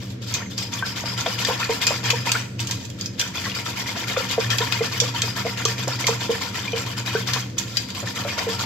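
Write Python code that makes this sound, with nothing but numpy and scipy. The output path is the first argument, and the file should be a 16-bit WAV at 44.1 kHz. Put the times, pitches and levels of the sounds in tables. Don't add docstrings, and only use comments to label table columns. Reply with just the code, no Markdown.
import sys
import numpy as np
from scipy import signal
from scipy.fft import rfft, irfft, next_fast_len
from scipy.io import wavfile
from scipy.ndimage import uniform_filter1d, map_coordinates

SR = 44100
rng = np.random.default_rng(int(sys.argv[2]) if len(sys.argv) > 2 else 0)


def unload_wav(signal):
    wavfile.write(
        sys.argv[1],
        SR,
        np.round(np.clip(np.atleast_2d(signal).T, -1, 1) * 32767).astype(np.int16),
    )


N = 381465
T = np.arange(N) / SR
SIZE = next_fast_len(N + SR)
FREQ = np.arange(SIZE // 2 + 1) * SR / SIZE
TOP_HZ = 15500

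# (start [s], wait until the sweep back [s],
# length of the sweep back [s], relative level out [dB], relative level back [dB])
TURNS = [(0, 0.092, 0.044, -41.5, -44.5), (0.219, 0.053, 0.12, -38.5, -34), (0.505, 0.073, 0.076, -40, -31),
         (0.721, 0.13, 0.073, -33, -31.5), (0.958, 0.097, 0.094, -31, -32.5),
         (1.175, 0.083, 0.11, -28, -31.5), (1.386, 0.079, 0.1, -26.5, -28), (1.597, 0.1, 0.082, -28, -29.5),
         (1.814, 0.051, 0.12, -24.5, -31), (2.037, 0.11, 0.084, -28.5, -35.5),
         (2.258, 0.073, 0.083, -27, -32), (2.592, 0.095, 0.084, -34, -33.5),
         (2.799, 0.087, 0.13, -41.5, -49.5), (2.986, 0.14, 0.11, -38.5, -53),
         (3.187, 0.16, 0.082, -34.5, -31), (3.439, 0.11, 0.06, -31, -29.0),
         (3.655, 0.11, 0.069, -31.5, -29.5), (3.866, 0.096, 0.089, -30, -31.0),
         (4.079, 0.093, 0.094, -28, -30), (4.287, 0.11, 0.084, -30, -30.5), (4.5, 0.1, 0.089, -28, -28.5),
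         (4.716, 0.11, 0.054, -30.5, -28.5), (4.921, 0.11, 0.07, -30, -31.5),
         (5.147, 0.078, 0.097, -30.0, -33), (5.361, 0.095, 0.087, -30, -32.5),
         (5.571, 0.1, 0.06, -31.5, -30), (5.779, 0.099, 0.091, -31.5, -31.5),
         (5.994, 0.069, 0.092, -29.5, -29.5), (6.205, 0.1, 0.085, -30, -30.5),
         (6.411, 0.13, 0.097, -32, -32), (6.643, 0.11, 0.09, -35, -31), (6.862, 0.11, 0.026, -34, -28),
         (7.059, 0.064, 0.11, -27.5, -32), (7.271, 0.064, 0.083, -26.5, -30),
         (7.578, 0.093, 0.11, -32, -39), (7.759, 0.13, 0.017, -34, -31), (7.947, 0.11, 0.061, -31.5, -31.5),
         (8.153, 0.12, 0.094, -31, -32.0), (8.376, 0.11, 0.075, -29.5, -30.5),
         (8.591, 0.073, 0.063, -28.5, -30.0)]


def strokes(rise_s, fall_s, ease_db, outward_db=0):
    out_share = 0.63
    out_ease_db, back_ease_db = 1, 2.5
    dip_db, dip_s, dip_lead_s = -1, 0.021, 0.021
    power, slowing = np.zeros((2, N))
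    t = T[:SR // 2]
    for start, wait, back_s, out_db, back_db in TURNS:
        sweep_out = (start, out_share * wait, out_db + outward_db, out_ease_db)
        sweep_back = (start + wait, back_s, back_db, back_ease_db)
        for when, length, db, own_ease_db in (sweep_out, sweep_back):
            bite = np.minimum(t / rise_s, 1)
            ease = undb((ease_db + own_ease_db) * (.5 - np.minimum(t / length, 1)))
            settle = np.exp(-np.maximum(t - length, 0) / fall_s)
            add(power, when - rise_s / 2, (undb(db) * bite * ease * settle) ** 2)
    for start, *_ in TURNS[1:]:
        add(slowing, start - dip_lead_s - 2 * dip_s, np.exp(-(t / dip_s - 2) ** 2))
    return np.sqrt(power) * undb(dip_db * slowing)


def spray(flicker_db=2.5, tear_db=1.4, spatter_db=-11):
    # (centre [Hz], relative level [dB])
    bands = [(2900, -6.5), (3700, -2), (4700, 3), (5900, -12), (7300, -10), (9800, 5.5), (13500, 3)]
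    hiss = 0
    for hz, db in bands:
        bursts = 0.43 * crackle(rate=1500, spread_db=1) + stereo_crackle(rate=1500, spread_db=4)
        hiss = hiss + unit(shape(bursts, band(hz, 0.51 * hz) ** 2)) * undb(db + flicker_db * walk(130))
    droplets = bubbles(rate=330, low_hz=2688, high_hz=7835, cycles=19, glide=0.015, spread_db=3)
    spatters = unit(shape(stereo_crackle(rate=110, spread_db=1), band(7000, 9000)))
    tearing = unit(hiss * undb(tear_db * walk(70)))
    mist = undb(0.3) * tearing + undb(-7) * droplets + undb(spatter_db) * spatters
    return mist * strokes(rise_s=0.022, fall_s=0.027, ease_db=1.5)


def froth(wash_db=-6, slosh_db=-13, plip_db=-22):
    # (time [s], relative level [dB])
    depth = [(0, -3.5), (.27, -8), (.42, 10), (.53, -7), (.75, -0.5), (1.2, -0.5), (2.38, 3), (2.6, -3),
             (3.0, -5.5), (3.2, -1), (4.7, 1.5), (7.38, 0), (7.6, -4), (7.9, -3.5), (8.3, 1.5)]
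    foam = bubbles(rate=750, low_hz=881, high_hz=3019, cycles=7.1, glide=0.043, spread_db=2.5)
    plips = bubbles(rate=12, low_hz=1280, high_hz=3030, cycles=15, glide=0.054, spread_db=0.5)
    wash = unit(shape(stereo_crackle(rate=600, spread_db=3.5), band(2230, 1200)))
    slosh = unit(shape(stereo_crackle(rate=400, spread_db=6), band(485, 870) * band(360, 1050)))
    liquid = undb(-1.98) * foam + undb(plip_db) * plips + undb(wash_db) * wash + undb(slosh_db) * slosh
    return liquid * strokes(rise_s=0.025, fall_s=0.049, ease_db=4) * undb(timeline(depth) - 2.5)


def bubbles(rate, low_hz, high_hz, cycles, glide, spread_db):
    out = np.zeros((2, N))
    t = T[:1024]
    for when, pitch, rarity, sustain, left, right in rng.random((int(rate * N / SR), 6)):
        hz = low_hz * (high_hz / low_hz) ** pitch
        age = t * hz / (cycles * (.5 + sustain))
        ring = np.sin(2 * np.pi * hz * t * (1 + glide * np.minimum(age, 2) / 2)) * np.exp(-age)
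        gain = undb(-spread_db * np.log(rarity + .02)) * np.sqrt(hz / low_hz)
        add(out, when * N / SR, np.outer([left + 0.038, right + 0.035], gain * ring))
    return unit(out)


def gulps(rise_s=0.0012, fall_s=0.00627, sag=0.52, closing=0.35, slap_db=-9, slap_s=0.0055):
    # (time [s], relative level [dB], pitch [Hz],
    # fall in pitch [fraction], length [s], splash [0-1])
    pockets = [(.424, -31, 1860, 0.011, 0.0066, 0.05), (.824, -18.5, 1548, -0.016, 0.016, 0),
               (.825, -21, 1000, -0.23, 0.0037, 0.4), (1.037, -29, 694, 0.082, 0.0033, 0.95),
               (1.26, -23.5, 678, 0.12, 0.013, 0.85), (1.261, -22, 1330, 0.19, 0.0046, 1),
               (1.262, -18, 3310, -0.14, 0.0034, 0.5), (1.272, -29, 492, 0.05, 0.013, 0.2),
               (1.388, -19.5, 2820, -0.044, 0.0035, 0), (1.478, -22, 2930, -0.049, 0.0041, 0.2),
               (1.485, -21, 540, 0.21, 0.0055, 1), (1.496, -25, 938, -0.3, 0.0212, 0.1),
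               (1.503, -26, 508, -0.076, .01, 0.1), (1.694, -20, 465, 0.16, 0.011, 0.4),
               (1.872, -18.5, 2506, -0.0035, 0.01, 0.7), (1.906, -20.5, 593, 0.14, 0.0055, 1),
               (1.914, -26, 1077, -.35, 0.012, 0.1), (2.11, -26, 1096, 0.036, 0.012, 0.5),
               (2.13, -27, 486, 0.074, 0.016, 0.13), (2.134, -27, 920, -.1, 0.011, 0.2),
               (2.292, -18, 2490, 0.0018, 0.0036, 0.2), (2.352, -17.5, 1457, -0.2, 0.013, 0.35),
               (3.517, -23.5, 2770, -0.043, 0.0036, 0.4), (3.96, -31.5, 670, 0.056, 0.012, 1),
               (4.163, -22.5, 1255, -0.17, 0.0089, 1), (4.17, -19, 530, 0.13, 0.0094, 0.17),
               (4.378, -24.5, 677, 0.2, 0.008, 0.45), (4.379, -16.5, 479, 0.3, 0.011, 0.2),
               (4.53, -19, 1760, 0.011, 0.0047, 0), (4.605, -22, 447, -0.086, 0.0081, 0.16),
               (4.623, -25, 998, 0.08, 0.0091, 0.04), (4.807, -19, 452, -0.05, 0.011, 0.25),
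               (5.016, -28, 482, 0.015, 0.028, 0.55), (5.232, -37, 427, 0.15, 0.027, 0.45),
               (5.45, -27, 660, -0.15, 0.016, 0.2), (5.453, -27.5, 465, -0.18, 0.016, 0.25),
               (5.653, -18.5, 427, 0.16, .0041, 0.07), (5.656, -17, 1187, 0.12, 0.0064, 0.1),
               (5.874, -25, 508, -0.19, 0.0084, 0.54), (5.884, -24.5, 760, -0.24, .005, 0.6),
               (6.041, -17.5, 2170, -0.03, 0.0036, 0.83), (6.079, -21, 985, 0.39, 0.011, 0.6),
               (6.088, -21, 472, 0.13, 0.011, 0.56), (6.293, -19, 450, -0.2, 0.015, 0.3),
               (6.553, -26, 1930, -0.012, 0.0095, 0.6), (6.679, -20.5, 2350, 0.011, .004, 0.3),
               (6.731, -23.5, 469, -0.066, 0.013, 0.4), (7.148, -29, 870, 0.24, 0.005, 1),
               (7.15, -17, 421, 0.073, 0.0083, 0), (7.154, -17.5, 1520, -0.037, 0.011, 0),
               (7.36, -23.5, 1044, -0.15, 0.015, 0.7), (8.028, -33.5, 566, 0.2, 0.017, 0.9),
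               (8.249, -28, 567, 0.033, 0.019, 0.83), (8.377, -35.5, 642, -0.13, 0.027, 0.8),
               (8.467, -25, 460, 0.15, 0.02, 0.35)]
    out = np.zeros(N)
    t = T[:SR // 8]
    for start, db, pitch_hz, droop, length, splash in pockets:
        length = max(length, .004)
        bend = np.interp(t, [0, length, length + 4 * fall_s], [1 + droop / 2, 1 - droop / 2, 1 + closing])
        hz = pitch_hz * bend
        wobble, spatter, slap = (low_noise(edge_hz, len(t)) for edge_hz in (130, 500, 2500))
        tone = np.sin(phase(hz) + splash * wobble)
        splinter = np.sin(phase(hz * np.interp(t, [0, length + fall_s], [1.247, 2.3])))
        swell = np.minimum(t / rise_s, 1) * np.exp(-sag * t / length - np.maximum(t - length, 0) / fall_s)
        ring = swell * (tone + splash * splinter * (0.084 + 0.84 * spatter))
        impact = splash * undb(slap_db) * slap * np.exp(-t / slap_s)
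        add(out, start, undb(db) * hollow(ring + impact, pitch_hz))
    return out * undb(-0.4)


def hollow(gulp, pitch_hz, width_hz=80, ring_db=-11.5, scatter_db=2.5, delay_s=.025):
    hz = np.clip(pitch_hz, 410, 520)
    strength, lateness = rng.uniform(-1.01, 1, 2)
    answer = signal.lfilter(*signal.iirpeak(hz, hz / width_hz, fs=SR), gulp)
    delay = int(delay_s * np.exp(0.148 * lateness) * SR)
    return gulp + undb(ring_db + scatter_db * strength) * np.pad(answer, (delay, 0))[:len(gulp)]


def plinks(rise_s=0.00075, decay_s=0.0054, glide_per_s=0.94):
    # (time [s], relative level [dB], pitch [Hz])
    drops = [(.462, -35, 2080), (.789, -27, 3460), (.966, -28, 3080), (1.185, -26, 1390),
             (1.427, -25, 1464), (1.449, -19.5, 1808), (1.617, -23, 1390), (1.629, -20.5, 1830),
             (1.629, -19, 2500), (1.825, -19, 3720), (2.046, -25.5, 3250), (3.226, -22.5, 1505),
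             (3.372, -22, 3420), (3.38, -25, 2497), (3.456, -22, 1950), (3.468, -24, 1075),
             (3.55, -23, 4600), (3.663, -22, 1290), (3.887, -23, 2153), (4.112, -23, 3730),
             (4.165, -24, 1378), (4.335, -29, 2470), (4.444, -24, 1730), (4.615, -25, 3120),
             (4.724, -26, 1370), (4.792, -26, 2420), (4.813, -25, 2067), (5.162, -19, 3080),
             (5.653, -20, 3280), (5.933, -22, 4550), (6.069, -18.5, 2180), (6.412, -24, 1050),
             (6.731, -27.5, 2430), (6.734, -24, 3010), (7.075, -19, 3850), (8.071, -23.5, 1810),
             (8.072, -32, 2460), (8.381, -22, 1410), (8.609, -26, 1420)]
    out = np.zeros(N)
    t = T[:SR // 16]
    for start, db, hz in drops:
        ring = np.sin(2 * np.pi * hz * t * (1 + glide_per_s * t / 2))
        add(out, start, undb(db) * ring * np.minimum(t / rise_s, 1) * np.exp(-t / decay_s))
    return out * undb(-0.5)


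def ticks(mode_count=120, ring_s=0.0037, wire_s=0.0041, crack_s=0.0011, bounces_per_s=700):
    # (time [s], relative level [dB], ring centre [Hz], ring spread [log ratio],
    # left minus right [dB], chatter decay [s], leading wire's tone [Hz], tone against ring [dB])
    strikes = [(.1027, -33.5, 3370, .45, -7, 0.0045, 3380, -6), (.34, -12, 5360, 0.48, 2, 0.009, 6400, -4),
               (.579, -16.5, 5680, 0.29, 1, 0.014, 4940, -10),
               (.7372, -23.5, 6400, 0.15, 2, 0.0036, 6560, -1),
               (1.0575, -25, 4770, 0.28, 3, 0.0042, 5080, -5),
               (1.4487, -12.5, 4660, 0.25, 3, 0.0032, 4840, -11),
               (1.815, -20, 3400, .45, 3, .005, 3700, -8), (1.868, -6.5, 5600, 0.57, 2.5, 0.007, 7170, -5),
               (2.1028, -5, 3310, 0.5, 2, 0.0079, 2610, -2.5),
               (2.3178, -6.5, 4640, 0.56, 0, 0.0044, 2730, -3),
               (2.593, -23.5, 3370, 0.41, 4, 0.005, 2630, 0),
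               (2.603, -18.5, 5010, 0.57, -4, 0.0056, 3620, -4),
               (2.671, -18.5, 5080, 0.4, 0, 0.0072, 2800, -6),
               (2.7105, -13, 5050, 0.52, -0.5, .004, 3700, -13),
               (2.851, -28.5, 4500, 0.46, -3, .005, 2600, -5), (2.9008, -30, 4900, .5, -3, .004, 2840, -9),
               (3.011, -21.5, 5000, 0.36, -3, 0.003, 4850, -1.5),
               (3.0592, -22, 4950, 0.28, 0, .005, 5100, 1), (3.1954, -9.5, 3884, 0.46, 1, 0.0084, 6060, -8),
               (3.2125, -13.5, 3070, 0.42, -5, 0.0058, 3120, -6),
               (4.3114, -14.5, 2910, 0.34, -1, 0.013, 3790, -13),
               (4.5036, -11.5, 2920, .3, 2, 0.013, 3200, -6),
               (4.5835, -10, 2590, 0.48, -1, 0.0052, 2620, -7),
               (4.7227, -10.5, 2416, 0.44, 5.5, 0.0063, 2500, -7),
               (4.8994, -30, 3000, 0.54, 1, 0.0039, 2420, -6),
               (5.001, -7, 4450, .3, -0.5, 0.0075, 3400, -4.5),
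               (5.219, -11, 4440, 0.35, 1.5, .0028, 3200, -8),
               (5.652, -10, 5230, 0.33, 3, 0.0055, 6280, -3.5),
               (5.8795, -20.5, 5550, 0.18, -5, 0.0025, 5110, -8),
               (6.0686, -7, 5230, 0.52, -1, 0.0058, 4440, -10),
               (6.7194, -25, 3530, 0.38, -1, .004, 2430, -9),
               (7.3347, -10.5, 4580, 0.55, 1, 0.0045, 4900, -9),
               (7.4989, -38, 3300, 0.38, -8, .005, 3320, -6),
               (7.5827, -14.5, 5610, 0.37, -6.5, 0.0068, 6115, -7),
               (7.7701, -9.5, 4040, 0.292, -1, 0.0067, 4700, -2.5),
               (7.9024, -23.5, 4500, .35, -2, .005, 4670, -5)]
    # (frequency [Hz], relative level [dB], decay [s])
    wall_modes = [(1607, 17.5, 0.035), (2520, 7, 0.044), (3170, 0, 0.014), (3700, 3.5, 0.015),
                  (4400, 1, 0.017), (5100, -11, 0.018), (6400, -5.5, 0.0075), (7060, 1, 0.0088),
                  (7440, -10.5, .018)]
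    brushes = [(start + .002, out_db + 7.5, 3354, .55, 4.5, 0.014, 3354, -np.inf)
               for start, _, _, out_db, _ in TURNS]
    wall_ring_db, scrape_db, crack_db = -7, -2, -7.5
    wall_hz, wall_db, wall_s = np.transpose(wall_modes)[:, :, None]
    bright = signal.butter(2, 7500, "high", fs=SR, output="sos")
    out = np.zeros((2, N))
    t = T[:SR // 8]
    for start, db, hz, spread, pan_db, chatter_s, wire_hz, wire_db in list(strikes) + brushes:
        chatter = np.exp(-t / chatter_s)
        modes_hz = np.minimum(hz * np.exp(spread * rng.standard_normal((mode_count, 1))), TOP_HZ)
        modes = np.sin(2 * np.pi * modes_hz * t) * np.exp(-t / ring_s)
        one_blow = (rng.standard_normal(mode_count) + rng.standard_normal((2, mode_count))) @ modes
        blows = 0.92 * (rng.random(len(t)) < bounces_per_s / SR) * rng.standard_normal(len(t)) * chatter
        blows[0] = 0.83
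        ring = signal.fftconvolve(one_blow, blows[None], axes=1)[:, :len(t)]
        excitation = undb(wall_db) * np.exp(-np.log(wall_hz / hz) ** 2)
        wall_tones = excitation * np.sin(2 * np.pi * wall_hz * t) * np.exp(-t / wall_s)
        wall = rng.standard_normal((2, len(wall_modes))) @ wall_tones
        wire = np.sin(2 * np.pi * (wire_hz * t + rng.random((2, 1)))) * np.exp(-t / wire_s)
        crack = signal.sosfilt(bright, rng.standard_normal((2, len(t))) * np.exp(-t / crack_s))
        scrape = rng.standard_normal((2, len(t))) * chatter
        tones = unit(ring) + undb(wire_db) * unit(wire) + undb(wall_ring_db) * unit(wall)
        noise = undb(scrape_db) * unit(scrape) + undb(crack_db) * unit(crack)
        add(out, start, (tones + noise) * undb(db + np.array([[pan_db], [-pan_db]]) / 2))
    return shape(out, band(7580, 11000)) * undb(-18.5)


def zing(wander=.004, flutter_db=1.0):
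    # (time [s], relative level [dB])
    rub = [(0, -22), (.5, -5), (.65, -3.5), (1.15, -2), (1.5, -13), (2.2, -4.5), (2.6, -13), (3.6, -8),
           (4.5, -23), (5.3, -5), (6.0, -6), (6.8, -15), (8.6, -9)]
    # (frequency [Hz], width [Hz], relative level [dB])
    resonances = [(4840, 120, -3.5), (5110, 88, 1), (5284, 240, -2.5)]
    out = 0
    for hz, width_hz, db in resonances:
        tone = shape(rng.standard_normal((2, N)), band(hz, width_hz) ** 2)
        warped_time = np.cumsum(1 + wander * walk(14))
        wandering = np.array([map_coordinates(side, [warped_time], mode="mirror") for side in tone])
        out = out + undb(db) * unit(wandering)
    pressure = strokes(rise_s=0.038, fall_s=0.028, ease_db=-2.5, outward_db=-8)
    return unit(out) * pressure * undb(timeline(rub) + flutter_db * walk(40))


def pot(x):
    # (frequency [Hz], width [Hz], left level [dB], right level [dB])
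    modes = [(460.4, 35, 2, 6), (704, 32, -14, -12), (785, 58, 0.5, 0), (950, 41, -21, 5.5),
             (1020, 61, -1.5, -12), (1528, 23, 7.5, 7.5), (1370.5, 27, 10, 9.5), (1398, 13, 5.5, 4),
             (1775, 60, 10.5, 11.5), (2098, 220, 7, 9.5), (2430, 96, 8, 15), (3220, 274, 2.5, 10),
             (4460, 190, -11, 7.5), (4850, 370, 7, -13), (5630, 70, -8, -5), (6550, 64, -12, -14),
             (7107, 60, -4, -13), (7343, 48, -6, -15)]
    # (frequency [Hz], left gain [dB], right gain [dB])
    ports = [(150, -5.5, 5), (390, 3.5, 1), (623, 6, 6), (790, 2.5, 4), (2084, -3, -8.5), (3640, 4.5, -7),
             (4720, -2.5, -6), (6100, 0, 3.5), (7400, -15.5, 4.5), (8820, -29, -12.5), (9480, -23, -17.5),
             (12080, -14, -5), (16400, -10.5, -17)]
    power = 1 + sum(undb([[left], [right]]) ** 2 * abs(band(hz, width)) ** 2
                    for hz, width, left, right in modes)
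    hz, *ports_db = np.transpose(ports)
    colour = np.array([causal(np.sqrt(p) * contour(hz, db)) for p, db in zip(power, ports_db)])
    walls = undb(-5) * reflections(decay_s=0.015, delay_s=0.00057, damp_hz=7000)
    kitchen = undb(-12.5) * reflections(decay_s=0.077, delay_s=0.013, damp_hz=3500)
    echoes = 1 + walls + kitchen
    flatten = np.array([causal(uniform_filter1d(abs(port) ** 2, size=1600) ** -.5) for port in echoes])
    return shape(x, colour * echoes * flatten) * undb(0.5)


def reflections(decay_s, delay_s, damp_hz):
    t = T[:SR // 2]
    noise = rng.standard_normal((2, len(t)))
    dull = signal.sosfilt(signal.butter(1, damp_hz, fs=SR, output="sos"), noise)
    echoes = dull * np.exp(-t / decay_s) + (noise - dull) * np.exp(-t / (1.32 * decay_s))
    return rfft(unit(echoes * (t > delay_s)) / np.sqrt(len(t)), SIZE)


def fan(hum_hz=120.4, waver_db=2.5):
    # (time [s], level [dB])
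    hum_levels = [(0, -37.5), (1.8, -38), (2.2, -28), (2.5, -38.5), (2.75, -29), (3.1, -62), (3.7, -31.5),
                  (4.2, -50), (4.45, -29.5), (4.9, -36.5), (6.1, -31.5), (6.6, -45), (7.0, -31),
                  (7.9, -38.5), (8.4, -42), (8.65, -40)]
    # (frequency [Hz], level [dB])
    fan_tones = [(97, -46), (194, -44.5)]
    # (frequency [Hz], width [Hz], level [dB])
    room_modes = [(95.4, 9.5, -49.5), (114.5, 17.4, -38.5), (190, 40, -44), (256, 87, -43),
                  (330.6, 18.4, -51.5)]
    # (frequency [Hz], relative spectral level [dB])
    air_spectrum = [(20, -30), (50, -8.5), (80, 4), (170, 4), (300, -8.5), (500, -2), (800, -21),
                    (2000, -18), (6000, -26), (9000, -45), (15000, -59)]
    hum = unit(np.sin(phase(hum_hz + 1.88 * walk(9))))
    hum *= undb(timeline(hum_levels) + waver_db * np.tanh(walk(11)))
    tones = sum(undb(db) * unit(np.sin(phase(hz + 0.43 * walk(2.99)))) for hz, db in fan_tones)
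    rumble = sum(undb(db) * unit(shape(rng.standard_normal(N), band(hz, width) ** 2))
                 for hz, width, db in room_modes)
    colour = contour(*np.transpose(air_spectrum))
    mid = shape(rng.standard_normal(N), colour)
    side = shape(rng.standard_normal(N), colour * np.minimum(0.16 + FREQ / 600, 1))
    return hum + tones + rumble + undb(-41) * unit(mid + side * np.array([[1], [-1]]))


def crackle(rate, spread_db):
    sizes = undb(spread_db * np.minimum(rng.exponential(size=N), 4))
    return unit((rng.random(N) < rate / SR) * sizes * rng.choice([-1, 1], N))


def stereo_crackle(rate, spread_db):
    return np.array([crackle(rate, spread_db) for _ in range(2)])


def low_noise(edge_hz, count):
    return unit(signal.sosfilt(signal.butter(2, edge_hz, fs=SR, output="sos"), rng.standard_normal(count)))


def walk(rate):
    count = int(SR / rate)
    held = np.repeat(rng.standard_normal(N // count + 1), count)
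    return unit(uniform_filter1d(uniform_filter1d(held, count), count)[:N])


def band(hz, width_hz):
    return 1j * FREQ * width_hz / (hz ** 2 - FREQ ** 2 + 1j * FREQ * width_hz)


def causal(gain):
    cepstrum = irfft(np.log(gain), SIZE)
    cepstrum[1:SIZE // 2] *= 2
    cepstrum[SIZE // 2 + 1:] = 0
    return np.exp(rfft(cepstrum))


def contour(hz, db):
    return undb(np.interp(np.log(FREQ + 1), np.log(hz), db))


def timeline(points):
    return np.interp(T, *np.transpose(points))


def shape(x, response):
    return irfft(rfft(x, SIZE) * response, SIZE)[..., :N]


def phase(hz):
    return 2 * np.pi * np.cumsum(hz) / SR


def add(track, start, sound):
    i = int(np.clip(start * SR, 0, N - 1))
    track[..., i:i + sound.shape[-1]] += sound[..., :N - i]


def undb(db):
    return 10 ** (np.asarray(db) / 20)


def unit(x):
    return x / np.sqrt(np.mean(x ** 2))


def scene():
    return pot(spray() + froth() + gulps() + plinks() + ticks() + zing()) + fan()


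def record(dry):
    rounded = signal.sosfilt(signal.butter(2, 28, "high", fs=SR, output="sos"), np.tanh(dry))
    return signal.sosfilt(signal.ellip(8, .2, 70, TOP_HZ, fs=SR, output="sos"), rounded)


dry = scene()
out = record(dry)
unload_wav(out)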